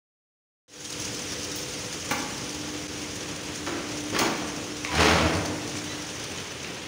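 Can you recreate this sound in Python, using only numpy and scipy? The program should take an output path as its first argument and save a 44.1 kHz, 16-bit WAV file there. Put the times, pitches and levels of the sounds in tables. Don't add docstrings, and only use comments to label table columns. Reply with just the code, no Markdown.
import sys
import numpy as np
from scipy import signal
from scipy.fft import rfft, irfft, next_fast_len
from scipy.io import wavfile
from scipy.ndimage import uniform_filter1d

SR = 44100
rng = np.random.default_rng(int(sys.argv[2]) if len(sys.argv) > 2 else 0)


def convert_level_to_amplitude(level_db):
    exponent = np.asarray(level_db, float) / 20
    return 10 ** exponent


def to_wav(s):
    ch = np.atleast_2d(s).T
    pcm = np.round(np.clip(ch, -1, 1) * 32767)
    wavfile.write(sys.argv[1], SR, pcm.astype(np.int16))


N = 303011
T = np.arange(N) / SR


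def evened(x):
    return x / np.sqrt(np.mean(x ** 2) + 1e-20)


def read(points, hz):
    f, value = np.transpose(points)
    return np.interp(np.log(hz + 1), np.log(f + 1), value)


def coloured(x, spectrum):
    size = next_fast_len(len(x))
    gain = convert_level_to_amplitude(read(spectrum, np.fft.rfftfreq(size, 1 / SR)))
    return irfft(rfft(x, size) * gain, size)[:len(x)]


def ring(modes, spread=0.):
    t = T[:SR // 3]
    h = np.zeros(len(t))
    for hz, db, t60 in modes:
        detuned_hz = hz * (1 + spread * rng.standard_normal())
        h += convert_level_to_amplitude(db - 60 * t / max(t60, .003)) * np.sin(2 * np.pi * detuned_hz * t)
    return h / np.linalg.norm(h)


def wander(hz):
    return evened(signal.lfilter([1], [1, -np.exp(-2 * np.pi * hz / SR)], rng.standard_normal(N)))


def swell(start, rise, hold, db, fall_db):
    t = T - start
    return np.clip(t / max(rise, .001), 0, 1) * convert_level_to_amplitude(db - fall_db * np.maximum(t - rise - hold, 0))


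def add(mix, s, sound):
    part = mix[round(s * SR):][:len(sound)]
    part += sound[:len(part)]


# (time [s], clack level [dB], clack centre [Hz], crack level [dB], rattle length [s])
DOOR_BLOWS = [(1.558, -48.5, 3040, -16, .011), (2.1075, -29, 2450, -18, .0054),
              (2.111, -19, 1050, -21, .0105), (3.664, -32, 1800, -42, .009), (3.671, -28, 1300, -46, .015),
              (4.124, -35, 250, -60, .018), (4.147, -29, 1400, -40, .014), (4.164, -23.5, 1650, -27, .005),
              (4.188, -25, 4900, -11.5, .011), (4.198, -22.5, 1500, -30, .013),
              (4.216, -22.5, 1100, -34, .013), (4.368, -45, 1510, -32, .017),
              (4.848, -20.5, 2600, -42, .003), (5.753, -33, 2250, -48, .0034),
              (6.383, -32.5, 3100, -50, .0056), (6.645, -31.5, 2800, -46, .0061)]
# (frequency [Hz], relative level [dB], t60 [s])
LOCK_MODES = [(1125, -5.5, 0.11), (1180, 4, 0.061), (1685, 3.5, 0.013), (2460, -1.5, 0.012),
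              (3375, 4, 0.014), (6400, 9, .03), (6760, 8, .08), (8700, 1, .05)]
# (frequency [Hz], relative level [dB], t60 [s])
PANEL_MODES = [(199, -10.5, 0.081), (264, 2, 0.05), (330, -1.5, 0.15), (390, 2.5, 0.041), (504, 2, 0.1),
               (586, -6, 0.11), (703, -7, 0.029), (805, 5, 0.013), (940, -5.5, 0.028)]
# (frequency [Hz], relative level [dB])
CRACK_SPECTRUM = [(2500, -20), (4500, 4), (7000, 5), (9500, 13.5), (12500, 11), (14500, 22), (16000, 23)]
THUD_DB, THUD_DB_PER_DOUBLING, HEAVY_S = -3.5, 14, .012


def blows():
    out = np.zeros(N)
    t = T[:SR // 6] - .005
    for s, clack_db, hz, crack_db, length in DOOR_BLOWS:
        length = max(length, .0005)
        thud_db = clack_db + THUD_DB + THUD_DB_PER_DOUBLING * np.log2(length / HEAVY_S)
        envelope = np.exp(-abs(t / length) ** 1.6) * np.clip(t / .0006, 0, 1)
        rattle = rng.standard_normal(len(t)) * envelope
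        wide = coloured(rattle, [(0.092 * hz, -22), (.5 * hz, -6), (hz, 0), (2 * hz, -10), (4 * hz, -22)])
        clack = wide + .25 * signal.fftconvolve(wide, ring(LOCK_MODES, .005))[:len(t)]
        ping = signal.fftconvolve(wide, ring([(hz, 0, .01)]))[:len(t)]
        clack += 0.001 / length * ping
        crack = coloured(rattle, CRACK_SPECTRUM)
        crack += .25 * signal.fftconvolve(crack, ring(LOCK_MODES, .005))[:len(t)]
        thud = signal.fftconvolve(rattle, ring(PANEL_MODES, .03))
        for db, part in (clack_db, clack), (crack_db, crack), (thud_db, thud):
            energy_scale = np.sqrt(length * SR / 2)
            add(out, s + t[0], convert_level_to_amplitude(db) * part / np.linalg.norm(part) * energy_scale)
    return out


# (frequency [Hz], relative level [dB])
GRIT_SPECTRUM = [(70, -30), (170, 0), (400, 3.5), (1200, 0), (2500, -2.5), (4000, -10), (7000, -13),
                 (16000, -16)]
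# (frequency [Hz], relative level [dB])
LEAF_SPECTRUM = [(55, -30), (72, -3), (82, 4), (115, 6.5), (165, -3), (245, -10), (330, -9.5), (420, -19),
                 (600, -12), (900, -16), (2000, -43)]
# (start [s], rise [s], hold [s], level [dB], fall [dB/s])
SHAKE_SWELL = (4.905, .09, .275, -23.3, 85)
# (start [s], rise [s], hold [s], level [dB], fall [dB/s])
SCRAPE_SWELL = (4.885, .135, .09, -21.2, 72)
THROB_HZ, THROB_TOP_S, THROB_DB = 8.1, 5.135, 3.2
SLIPS_PER_S, SLIP_SWING, FREED_GAIN_PER_S2 = 80, .05, 90


def judder():
    throb = np.cos(2 * np.pi * THROB_HZ * (T - THROB_TOP_S))
    since_freed = np.clip(T - sum(SHAKE_SWELL[:3]), 0, .5)
    rate = SLIPS_PER_S * (1 + SLIP_SWING * throb) + FREED_GAIN_PER_S2 * since_freed
    slips = np.cumsum(rate * (1 + .03 * wander(30))) / SR
    jerks = (np.diff(np.floor(slips), prepend=0) > 0) * convert_level_to_amplitude(2 * wander(200))
    knocks = signal.fftconvolve(jerks, ring(PANEL_MODES))[:N]
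    shake = evened(coloured(jerks, LEAF_SPECTRUM)) * convert_level_to_amplitude(THROB_DB * throb)
    puff_shape = 0.8 + np.exp(-(slips % 1) / 0.35)
    puffs = evened(coloured(rng.standard_normal(N), GRIT_SPECTRUM) * puff_shape)
    puffs *= convert_level_to_amplitude(2.2 * wander(29))
    return swell(*SHAKE_SWELL) * shake + swell(*SCRAPE_SWELL) * (puffs + 0.3 * evened(knocks))


# (start [s], rise [s], hold [s], level [dB], fall [dB/s])
BOLT_SLIDES = [(3.69, .03, .08, -39, 150), (4.115, .045, .07, -28, 100)]


def slides():
    grains = rng.standard_normal(N) * convert_level_to_amplitude(2.5 * wander(60))
    sound = evened(coloured(grains, GRIT_SPECTRUM))
    sound += 0.57 * evened(signal.fftconvolve(grains, ring(PANEL_MODES))[:N])
    sound += 0.11 * evened(signal.fftconvolve(grains, ring(LOCK_MODES))[:N])
    return evened(sound) * sum(swell(*row) for row in BOLT_SLIDES)


# (start [s], length [s], start pitch [Hz], end pitch [Hz], level [dB], second harmonic level [dB])
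DRY_SQUEAKS = [(4.875, .085, 1020, 945, -37, -65), (5.887, .058, 1975, 1975, -46, -46),
               (5.978, .033, 2006, 2006, -46, -53), (6.062, .39, 8780, 8760, -52, -88)]


def squeaks():
    out = np.zeros(N)
    waver, flutter = wander(40), wander(50)
    for s, length, hz, end_hz, db, second_db in DRY_SQUEAKS:
        n = round(length * SR)
        at = slice(round(s * SR), round(s * SR) + n)
        glide = np.linspace(hz, end_hz, n) * (1 + 0.004 * waver[at])
        phase = 2 * np.pi * np.cumsum(glide) / SR
        tone = convert_level_to_amplitude(db) * np.sin(phase)
        if 4 * hz < SR:
            tone += convert_level_to_amplitude(second_db) * np.sin(2 * phase)
        out[at] += np.sqrt(2) * tone * convert_level_to_amplitude(2.5 * flutter[at]) * signal.windows.tukey(n, .5)
    return out


# time range [s], top peak level [dB], spread below it [dB], pitch range [Hz]
JINGLE_S, JINGLE_DB, JINGLE_SPREAD_DB, JINGLE_HZ = (1.0, 2.85), -24, 9, (4900, 6700)


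def jingle(count=14):
    when, size, pitch = rng.random((count, 3)).T
    times = np.interp(when, (0, 1), JINGLE_S)
    levels = JINGLE_DB - JINGLE_SPREAD_DB * size
    return list(zip(times, levels, np.interp(pitch, (0, 1), JINGLE_HZ)))


# (time [s], peak level [dB], pitch [Hz])
CLEAR_CLINKS = [(.85, -18, 5850), (.9023, -16, 6760), (.925, -18, 4860), (.9987, -19, 6460),
                (1.0505, -22, 6500), (1.1438, -20, 6130), (1.4409, -22, 6600), (1.514, -19, 5500),
                (2.189, -22, 6000), (4.951, -18, 4170), (5.3497, -19, 4500), (5.457, -19, 4660),
                (6.0197, -24, 6140), (6.2392, -23, 6210)]


def clinks():
    out, t = np.zeros(N), T[:SR // 20]
    for s, db, hz in list(CLEAR_CLINKS) + jingle():
        burst = rng.standard_normal(len(t)) * np.exp(-t / 0.0066) * np.minimum(t / 0.0016, 1)
        bright = evened(coloured(burst, [(.5 * hz, -20), (hz, 0), (16000, -3)]))
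        ringing = evened(signal.fftconvolve(burst, ring([(hz, 0, .008)]))[:len(t)])
        part = bright + .3 * ringing
        add(out, s, convert_level_to_amplitude(db) * part / abs(part).max())
    return out


# (frequency [Hz], relative level [dB])
RUSTLE_SPECTRUM = [(100, -6), (140, 7), (220, -8), (700, -1), (1500, -4), (3000, -2), (5500, -14)]
# (start [s], rise [s], hold [s], level [dB], fall [dB/s])
RUSTLE_RISE = (5.3, .7, .5, -44, 4)


def rustle():
    noise = evened(coloured(rng.standard_normal(N), RUSTLE_SPECTRUM))
    return swell(*RUSTLE_RISE) * noise * convert_level_to_amplitude(2.5 * wander(12))


# (frequency [Hz], t60 [s])
PORCH_T60 = [(80, 0.43), (300, 2.18), (1000, 1.46), (3000, 0.72), (8000, 0.48), (16000, 0.51)]


def porch(x):
    x = coloured(x, [(90, -7), (250, -0.5)])
    taps = np.zeros(SR + SR // 2)
    at = np.arange(300, len(taps) - 20, 20)
    taps[at + rng.integers(0, 20, len(at))] = rng.choice([-1., 1.], len(at))
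    hz, t, z = signal.stft(taps, SR, nperseg=256)
    decay = convert_level_to_amplitude(-60 * t / np.maximum(read(PORCH_T60, hz), .05)[:, None])
    tail = signal.istft(z * decay, SR, nperseg=256)[1]
    tail *= 1 + 0.71 * np.exp(-T[:len(tail)] / 0.071)
    return signal.fftconvolve(x, tail / np.linalg.norm(tail))[:N]


# (frequency [Hz], relative level [dB])
WATER_SPECTRUM = [(600, -9.5), (2000, -1.7), (3000, 2), (4100, -1.5), (6000, 6.5), (16000, -0.5)]
# (time [s], level [dB])
WATER_FADER = [(.68, -32), (1.5, -34), (3.5, -37), (4.8, -37), (5.8, -35.5), (6.9, -41.5)]


def water():
    spatter = (rng.random(N) < 60 / SR) * np.minimum(rng.exponential(1, N), 3)
    splashes = signal.lfilter([1], [1, -np.exp(-1 / (0.0045 * SR))], spatter)
    flicker = np.sqrt(1 + 1.32 * splashes)
    z = signal.stft(rng.standard_normal(N) * flicker, SR, nperseg=256)[2]
    patches = uniform_filter1d(uniform_filter1d(rng.standard_normal(z.shape), 3, 0), 8, 1)
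    hiss = signal.istft(z * convert_level_to_amplitude(1.67 * evened(patches)), SR, nperseg=256)[1][:N]
    return evened(coloured(hiss, WATER_SPECTRUM)) * convert_level_to_amplitude(np.interp(T, *np.transpose(WATER_FADER)))


# (time [s], level [dB])
HUM_FADER = [(.68, -43.5), (2.2, -46), (2.7, -39), (3.3, -43.5), (4.0, -36.5), (4.8, -39.5), (5.6, -36.5),
             (6.1, -45), (6.5, -54), (6.9, -48)]
HUM_HZ, HUM_DRIFT_HZ_PER_S = 297.3, .33
WEAK_DB, WEAK_FADE_DB_PER_S = -42, 4.5


def hum():
    pitch = (HUM_HZ + HUM_DRIFT_HZ_PER_S * T) * (1 + 0.00395 * wander(6.1))
    phase = 2 * np.pi * np.cumsum(pitch) / SR
    strong_db = np.interp(T, *np.transpose(HUM_FADER)) + 1.1 * wander(6.2)
    weak_db = WEAK_DB - WEAK_FADE_DB_PER_S * T + 2.5 * wander(3)
    return np.sqrt(2) * (convert_level_to_amplitude(strong_db) * np.sin(phase) + convert_level_to_amplitude(weak_db) * np.sin(phase * 5 / 3))


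# (frequency [Hz], relative level [dB])
RUMBLE_SPECTRUM = [(60, -23), (110, 0), (160, -0.5), (220, -3), (450, -3), (560, -8), (680, -12),
                   (1200, -14), (2200, -15), (3200, -16), (6000, -26)]
RUMBLE_DB = -37


def rumble():
    low = evened(coloured(rng.standard_normal(N), RUMBLE_SPECTRUM))
    return low * convert_level_to_amplitude(0.9 * wander(6.2)) * convert_level_to_amplitude(RUMBLE_DB)


TRAFFIC_DB, DOORWAY_S, TRAFFIC_FADE_DB_PER_S = -46.5, 5.5, 3


def traffic():
    spectrum = [(25, -9), (60, -2), (95, 5), (140, -10), (250, -38.5)]
    deep = evened(coloured(rng.standard_normal(N), spectrum))
    return deep * convert_level_to_amplitude(TRAFFIC_DB - TRAFFIC_FADE_DB_PER_S * np.maximum(T - DOORWAY_S, 0))


def scene():
    hits = blows()
    rubs = judder() + slides()
    thin = squeaks() + clinks()
    echo = porch(convert_level_to_amplitude(-0.5) * hits + convert_level_to_amplitude(-2) * rubs + convert_level_to_amplitude(-21) * thin)
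    surroundings = water() + hum() + rumble() + traffic()
    return (hits + rubs + thin + echo + rustle() + surroundings)[None]


def band_limit(x):
    return signal.sosfilt(signal.butter(12, 16840, fs=SR, output="sos"), x)


# (frequency [Hz], level [dB])
MIC_RESPONSE = [(25, -21), (60, -1.5), (100, -3), (5000, 2), (6600, 1), (7900, -9), (9300, -6),
                (11500, -17), (13600, -24.5), (14600, -13), (15650, -10.5), (15800, -40), (17000, -70)]
# (time [s], half width [s], level [dB])
LEVEL_DIP = (2.876, .004, -12)
LIMIT = 0.59
FADE_START_S, FADE_S, FADE_FROM = .68, .36, .05


def record(dry):
    picked_up = coloured(dry[0], MIC_RESPONSE)
    overloaded = LIMIT * np.tanh(picked_up / LIMIT)
    fade = np.minimum(FADE_FROM + (T - FADE_START_S) / FADE_S, 1) * (T > FADE_START_S)
    s, half_width, db = LEVEL_DIP
    dip = convert_level_to_amplitude(db * np.exp(-((T - s) / half_width) ** 2))
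    mix = (fade * dip * overloaded)[None]
    return band_limit(mix)


dry = scene()
out = record(dry)
to_wav(out)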